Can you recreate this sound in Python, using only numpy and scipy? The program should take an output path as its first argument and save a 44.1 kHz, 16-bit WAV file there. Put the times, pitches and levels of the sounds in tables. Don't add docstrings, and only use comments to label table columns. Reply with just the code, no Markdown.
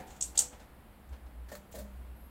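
import sys
import numpy as np
from scipy import signal
from scipy.fft import rfft, irfft, next_fast_len
from scipy.io import wavfile

SR = 44100
rng = np.random.default_rng(int(sys.argv[2]) if len(sys.argv) > 2 else 0)


def dump_mix(stems):
    frames = np.atleast_2d(stems).T
    limited = np.clip(frames, -1, 1)
    pcm = np.round(limited * 32767).astype(np.int16)
    wavfile.write(sys.argv[1], SR, pcm)


N = 101429
TIME = np.arange(N) / SR
SIZE = next_fast_len(N, real=True)
HZ = np.fft.rfftfreq(SIZE, 1 / SR)


def from_db(db):
    return np.exp(np.asarray(db) * (np.log(10) / 20))


def unit_rms(x):
    return x / np.sqrt(np.mean(x ** 2) + 1e-20)


def envelope(points):
    return from_db(np.interp(TIME, *np.transpose(points)))


def coloured(x, spectrum, tilt_db=0):
    octave = np.log2(np.maximum(HZ, 1))
    hz, db = np.transpose(spectrum)
    gain = from_db(np.interp(octave, np.log2(hz), db) + tilt_db * octave)
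    return unit_rms(irfft(rfft(x, SIZE) * gain, SIZE)[:N])


def drift(rate_hz):
    return unit_rms(irfft(rfft(rng.standard_normal(SIZE)) / (1 + (HZ / rate_hz) ** 2), SIZE)[:N])


def decay(t, t60):
    return np.exp(-np.log(1000) * np.maximum(t, 0) / t60)


def burst(start, db, attack, t60):
    rise = np.clip((TIME - start) / max(attack, 1 / SR), 0, 1)
    return from_db(db) * rise * decay(TIME - start - attack, t60)


def grains():
    return rng.standard_normal(N) * from_db(-drift(400))


def rustle(bursts, spectrum):
    return sum(burst(*row) for row in bursts) * coloured(grains(), spectrum)


# (t/s, level/dB)
ROOM_NOISE_SPECTRUM = [(20, -10), (45, 0.5), (70, -4.5), (100, -7.5), (150, -9.5), (205, -7), (270, -11),
                       (400, -16), (750, -16), (1200, -21), (1800, -24), (3000, -30.5), (4500, -36),
                       (6200, -44.5), (8000, -38), (10000, -35.5), (13500, -34), (15800, -38)]
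ROOM_NOISE_LEVEL = [(0, -53), (.6, -56), (.95, -56), (1.5, -56.5), (2.0, -55), (2.3, -56.5)]
def room_noise():
    return envelope(ROOM_NOISE_LEVEL) * coloured(rng.standard_normal(N), ROOM_NOISE_SPECTRUM)


# t/s, rms level/dB
BOOM_LEVEL = [(0, -61), (.21, -59), (.28, -49.5), (.42, -60), (.75, -59.5), (.9, -59.5), (1.07, -58.5),
              (1.125, -38), (1.19, -60), (1.265, -44.5), (1.32, -59), (1.39, -42), (1.45, -46), (1.52, -56),
              (1.69, -62.5), (1.8, -46.5), (1.92, -49.5), (2.0, -42.5), (2.07, -48.5), (2.12, -43.5),
              (2.19, -57.5), (2.25, -50), (2.3, -58)]
def boom(hz=62.9, waver_hz=3):
    phase = 2 * np.pi * np.cumsum(hz + waver_hz * drift(13)) / SR
    return envelope(BOOM_LEVEL) * np.sqrt(2) * np.sin(phase)


# f/Hz, level/dB
RING_SPECTRUM = [(90, -6.5), (210, -2.5), (300, -1), (520, -1.5), (640, -11), (740, 4.5), (930, -2),
                 (1100, -14), (1800, -10), (2800, -19.5), (8000, -32.5)]
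# t/s, f/Hz, level/dB, T60/s
HOLLOW_TONES = [(0, 200, -51, 0.5), (0, 520, -55.5, 0.302), (0, 745, -53.5, .9), (0, 895, -58, .8),
                (.385, 495, -52, 0.81), (.37, 790, -49, .2), (.37, 915, -56, 0.17)]
def room_ring():
    ring = burst(0, db=-46.5, attack=.001, t60=.35) * coloured(rng.standard_normal(N), RING_SPECTRUM)
    tones = sum(burst(start, db, .01, t60) * np.sin(2 * np.pi * hz * TIME)
                for start, hz, db, t60 in HOLLOW_TONES)
    return ring + tones


# t/s, duration/s, level/dB
SQUEAK_PIECES = [(2.158, 0.021, -63.5), (2.192, .033, -66), (2.237, 0.041, -62)]
# (f/Hz, level/dB)
SQUEAK_HISS_LEVEL = [(2.14, -100), (2.18, -71), (2.27, -69), (2.3, -74)]
SQUEAK_HISS_SPECTRUM = [(8000, -25), (11000, -2), (12400, -3), (13400, 1), (14500, -12)]
def squeak(hz=11680, waver_hz=110):
    gain = sum(from_db(db) * np.sqrt(np.abs(np.sin(np.pi * np.clip((TIME - start) / length, 0, 1))))
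               for start, length, db in SQUEAK_PIECES)
    tone = gain * np.sin(2 * np.pi * np.cumsum(hz + waver_hz * drift(280)) / SR)
    return tone + envelope(SQUEAK_HISS_LEVEL) * coloured(rng.standard_normal(N), SQUEAK_HISS_SPECTRUM)


# t/s, level/dB, attack/s, T60/s
CLAW_STROKES = [(0, -59, .001, .12), (.066, -60, .015, .3), (.102, -60, .002, .28), (.16, -62, .005, .15),
                (.353, -49, 0.0022, 0.12), (.523, -63, 0.0046, .15), (.598, -65, .003, .15),
                (1.09, -69.5, .003, .12), (1.52, -59, 0.0076, 0.34), (1.716, -58.5, .01, 0.55)]
# f/Hz, level/dB
WIRE_SPECTRUM = [(1000, -13), (3000, 0.5), (5000, -6.5), (7000, 4.5), (8300, 0), (9500, -16.5),
                 (15000, -12)]
def claws():
    return rustle(CLAW_STROKES, WIRE_SPECTRUM)


# t/s, level/dB, attack/s, T60/s
WING_BEATS = [(0.081, -57, 0.036, 0.33), (.342, -54, 0.011, 0.37), (0.376, -51.5, 0.047, 0.24),
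              (.52, -54, 0.0096, 0.3), (0.595, -56.5, 0.0021, 0.39), (1.12, -55, 0.013, 0.24),
              (1.26, -61.5, .005, .1)]
FEATHER_SWISHES = [(.064, -66, .004, .2), (.226, -49, .012, .32), (.352, -58.5, 0.0016, .15),
                   (.376, -46, 0.0024, .08), (.391, -36, .004, .16)]
AIR_PUFFS = [(.345, -49.5, .035, .13)]
# f/Hz, level/dB
WING_SPECTRUM = [(100, -1.5), (340, -7), (500, 2), (650, -0.5), (850, 2.5), (1100, -9), (1450, -3.5),
                 (2300, -11), (4000, -14), (8000, -22), (15000, -29.5)]
FEATHER_SPECTRUM = [(2000, -15), (4300, 0.5), (6500, -3.5), (9500, 3.5), (11000, 0), (13200, -1.5),
                    (14000, -8.5), (15800, -17.5)]
PUFF_SPECTRUM = [(40, -14.5), (85, 1), (130, 0), (200, -14.5), (500, -36)]
def wings():
    flutter = rustle(WING_BEATS, WING_SPECTRUM)
    swish = rustle(FEATHER_SWISHES, FEATHER_SPECTRUM)
    return flutter + swish + rustle(AIR_PUFFS, PUFF_SPECTRUM)


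# t/s, level/dB, attack/s, T60/s, tilt/(dB per octave)
FOOT_STROKES = [(1.484, -54.5, .006, 0.35, -0.9), (1.515, -49, 0.0033, 0.18, 0.2),
                (1.551, -45.5, 0.0017, .07, -.2), (1.567, -54, .002, .12, 3.5),
                (1.712, -54, 0.004, 0.29, 8), (1.741, -48.5, .016, 0.21, 2), (1.78, -48, .01, .19, 2)]
# f/Hz, level/dB
SCUFF_SPECTRUM = [(90, -15), (250, 0), (900, 7), (1800, 6.5), (2700, -4.5), (4200, 2.5), (5500, -2),
                  (7500, 0.5), (9500, -3.5), (13000, -2.5), (15800, -2)]
def scuffs():
    return sum(burst(start, db, attack, t60) * coloured(grains(), SCUFF_SPECTRUM, tilt)
               for start, db, attack, t60, tilt in FOOT_STROKES)


# t/s, level/dB, gain of the lowest mode/dB, gain of the modes above 1 kHz/dB
IMPACTS = [(1.518, -38, -4, 3), (1.5265, -56, -5, 15), (1.5405, -51.5, -8, 1), (1.554, -54, -18, 8),
           (1.7415, -44, -12, -10), (1.7475, -40.5, -9, -6), (1.769, -41.5, -15, -11),
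           (1.787, -42.5, 0.5, -5), (1.815, -45.5, 9.5, -8), (1.85, -50.5, 17, -6)]
# f/Hz, level/dB, T60/s
WOOD_MODES = [(200, -12, 0.54), (253.5, -17, 0.19), (380, -13.5, 0.086), (484, -10, 0.15), (547, -4, 0.11),
              (595.3, -5.5, 0.31), (637, -3.5, 0.094), (817, -16.5, 0.094), (1080, -36, 0.1),
              (1410, -18, .07), (1640, -18.5, 0.076), (1822, -13, 0.075), (2010, -20.5, .08)]
def knocks(contact_s=.0011):
    out, t = np.zeros(N + SR), TIME[:SR // 2]
    rise = 1 - np.exp(-t / contact_s)
    for onset, db, low_db, high_db in IMPACTS:
        start = int(onset * SR)
        for k, (hz, mode_db, t60) in enumerate(WOOD_MODES):
            gain = from_db(db + mode_db + low_db * (k == 0) + high_db * (hz > 1000) + rng.normal(0, 1))
            mode = decay(t, t60) * np.sin(2 * np.pi * hz * t + rng.normal(0, 1))
            out[start:start + len(t)] += gain * rise * mode
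    return out[:N]


# delay t/s, level/dB
WALL_REFLECTIONS = [(.0011, -15), (.0024, -7), (.0033, -14.5), (.0078, -17)]
# f/Hz, relative level/dB
TICK_TAIL_TONES = [(2720, 6.5), (3020, 7), (3618, -5), (4100, 0), (4678, 0), (5839, 2.5), (6442, 5),
                   (6739, -1.5), (7052, 12), (7440, -2), (7572, 0), (7825, -3.5), (7903, -5), (7967, -0.5),
                   (8200, 0), (8354, 2.5), (8440, 10)]
# f/Hz, level/dB
REVERB_SPECTRUM = [(200, -0.5), (1000, -4.5), (2900, 8), (4200, -1), (5500, 2.5), (7500, -4), (10000, 0),
                   (13000, 2), (16000, 2)]
def cage_and_room(x, cage_db=-2.5, room_db=-7.5):
    response = np.zeros(N)
    response[0] = 1
    for delay, db in WALL_REFLECTIONS:
        response[int(delay * SR)] += from_db(db)
    cage_tail = rng.standard_normal(N) * burst(.001, 0, attack=.002, t60=.1)
    room_tail = coloured(rng.standard_normal(N), REVERB_SPECTRUM) * burst(.0091, 0, attack=.008, t60=.27)
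    response += (from_db(cage_db) * unit_rms(cage_tail) + from_db(room_db) * unit_rms(room_tail)) / N**.5
    tones = sum(from_db(db) * np.sin(2 * np.pi * (hz * TIME + rng.random()))
                for hz, db in TICK_TAIL_TONES)
    response += burst(.002, db=-58.5, attack=.0047, t60=.16) * tones
    return signal.fftconvolve(x, response)[:N]


# peak t/s, level/dB, pitch ratio, octave/dB, rasp/dB; opening tone f/Hz, level/dB; hiss/dB
CALL_NOTES = [(0.2128, -22, 0.99, -42, -27.5, 3550, -30.5, -15.5),
              (0.2261, -19, 1.024, -38.5, -26.5, 3550, -25.5, -17),
              (0.3790, -13.3, 1.01, -31, -21.5, 4100, -16, -22),
              (0.3923, -10, 1.02, -25, -18, 4150, -18.5, -18)]
# t/s from the peak, f/Hz before the pitch ratio, level/dB
NOTE_SWEEP = [(-.0032, 4600, -26), (-.0021, 5600, -13), (-.0011, 6650, -5), (0, 7750, 0), (.0007, 8300, -5),
              (.0014, 8650, -30)]
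# f/Hz, level/dB
OPENING_SPECTRUM = [(2000, -24.5), (2800, -3.5), (5000, -2.5), (8000, -2), (10000, -4), (12000, -11.5),
                    (15500, -26)]
def finch_calls(lead_s=.0031, opening_s=.0011, rise_hz_per_s=500000, rasp_width_hz=2600):
    out = np.zeros(N)
    sweep_t, sweep_hz, sweep_db = np.transpose(NOTE_SWEEP)
    hiss = coloured(rng.standard_normal(N), OPENING_SPECTRUM)
    rasp_sin, rasp_cos = drift(rasp_width_hz), drift(rasp_width_hz)
    for peak, db, ratio, octave_db, rasp_db, low_hz, low_db, hiss_db in CALL_NOTES:
        t = TIME - peak
        phase = 2 * np.pi * np.cumsum(ratio * np.interp(t, sweep_t, sweep_hz)) / SR
        gain = from_db(np.interp(t, sweep_t, sweep_db)) * (t > sweep_t[0]) * (t < sweep_t[-1])
        rasp = from_db(rasp_db) * (rasp_sin * np.sin(phase) + rasp_cos * np.cos(phase))
        sweep = gain * (np.sin(phase) + from_db(octave_db) * np.sin(2 * phase) + rasp)
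        t_open = t + lead_s
        low_tone = from_db(low_db) * np.sin(2 * np.pi * t_open * (low_hz + .5 * rise_hz_per_s * t_open))
        opening = np.exp(-(t_open / opening_s) ** 2) * (low_tone + from_db(hiss_db) * hiss)
        out += from_db(db) * (opening + sweep)
    return out


def scene():
    calls = cage_and_room(finch_calls())
    movement = knocks() + scuffs() + wings() + claws()
    return (calls + movement + squeak() + room_noise() + boom() + room_ring())[None]


def record(dry):
    low_pass = signal.firwin(numtaps=511, cutoff=15850, fs=SR, window="blackman")
    return signal.fftconvolve(dry, low_pass[None], "same")


dry = scene()
out = record(dry)
dump_mix(out)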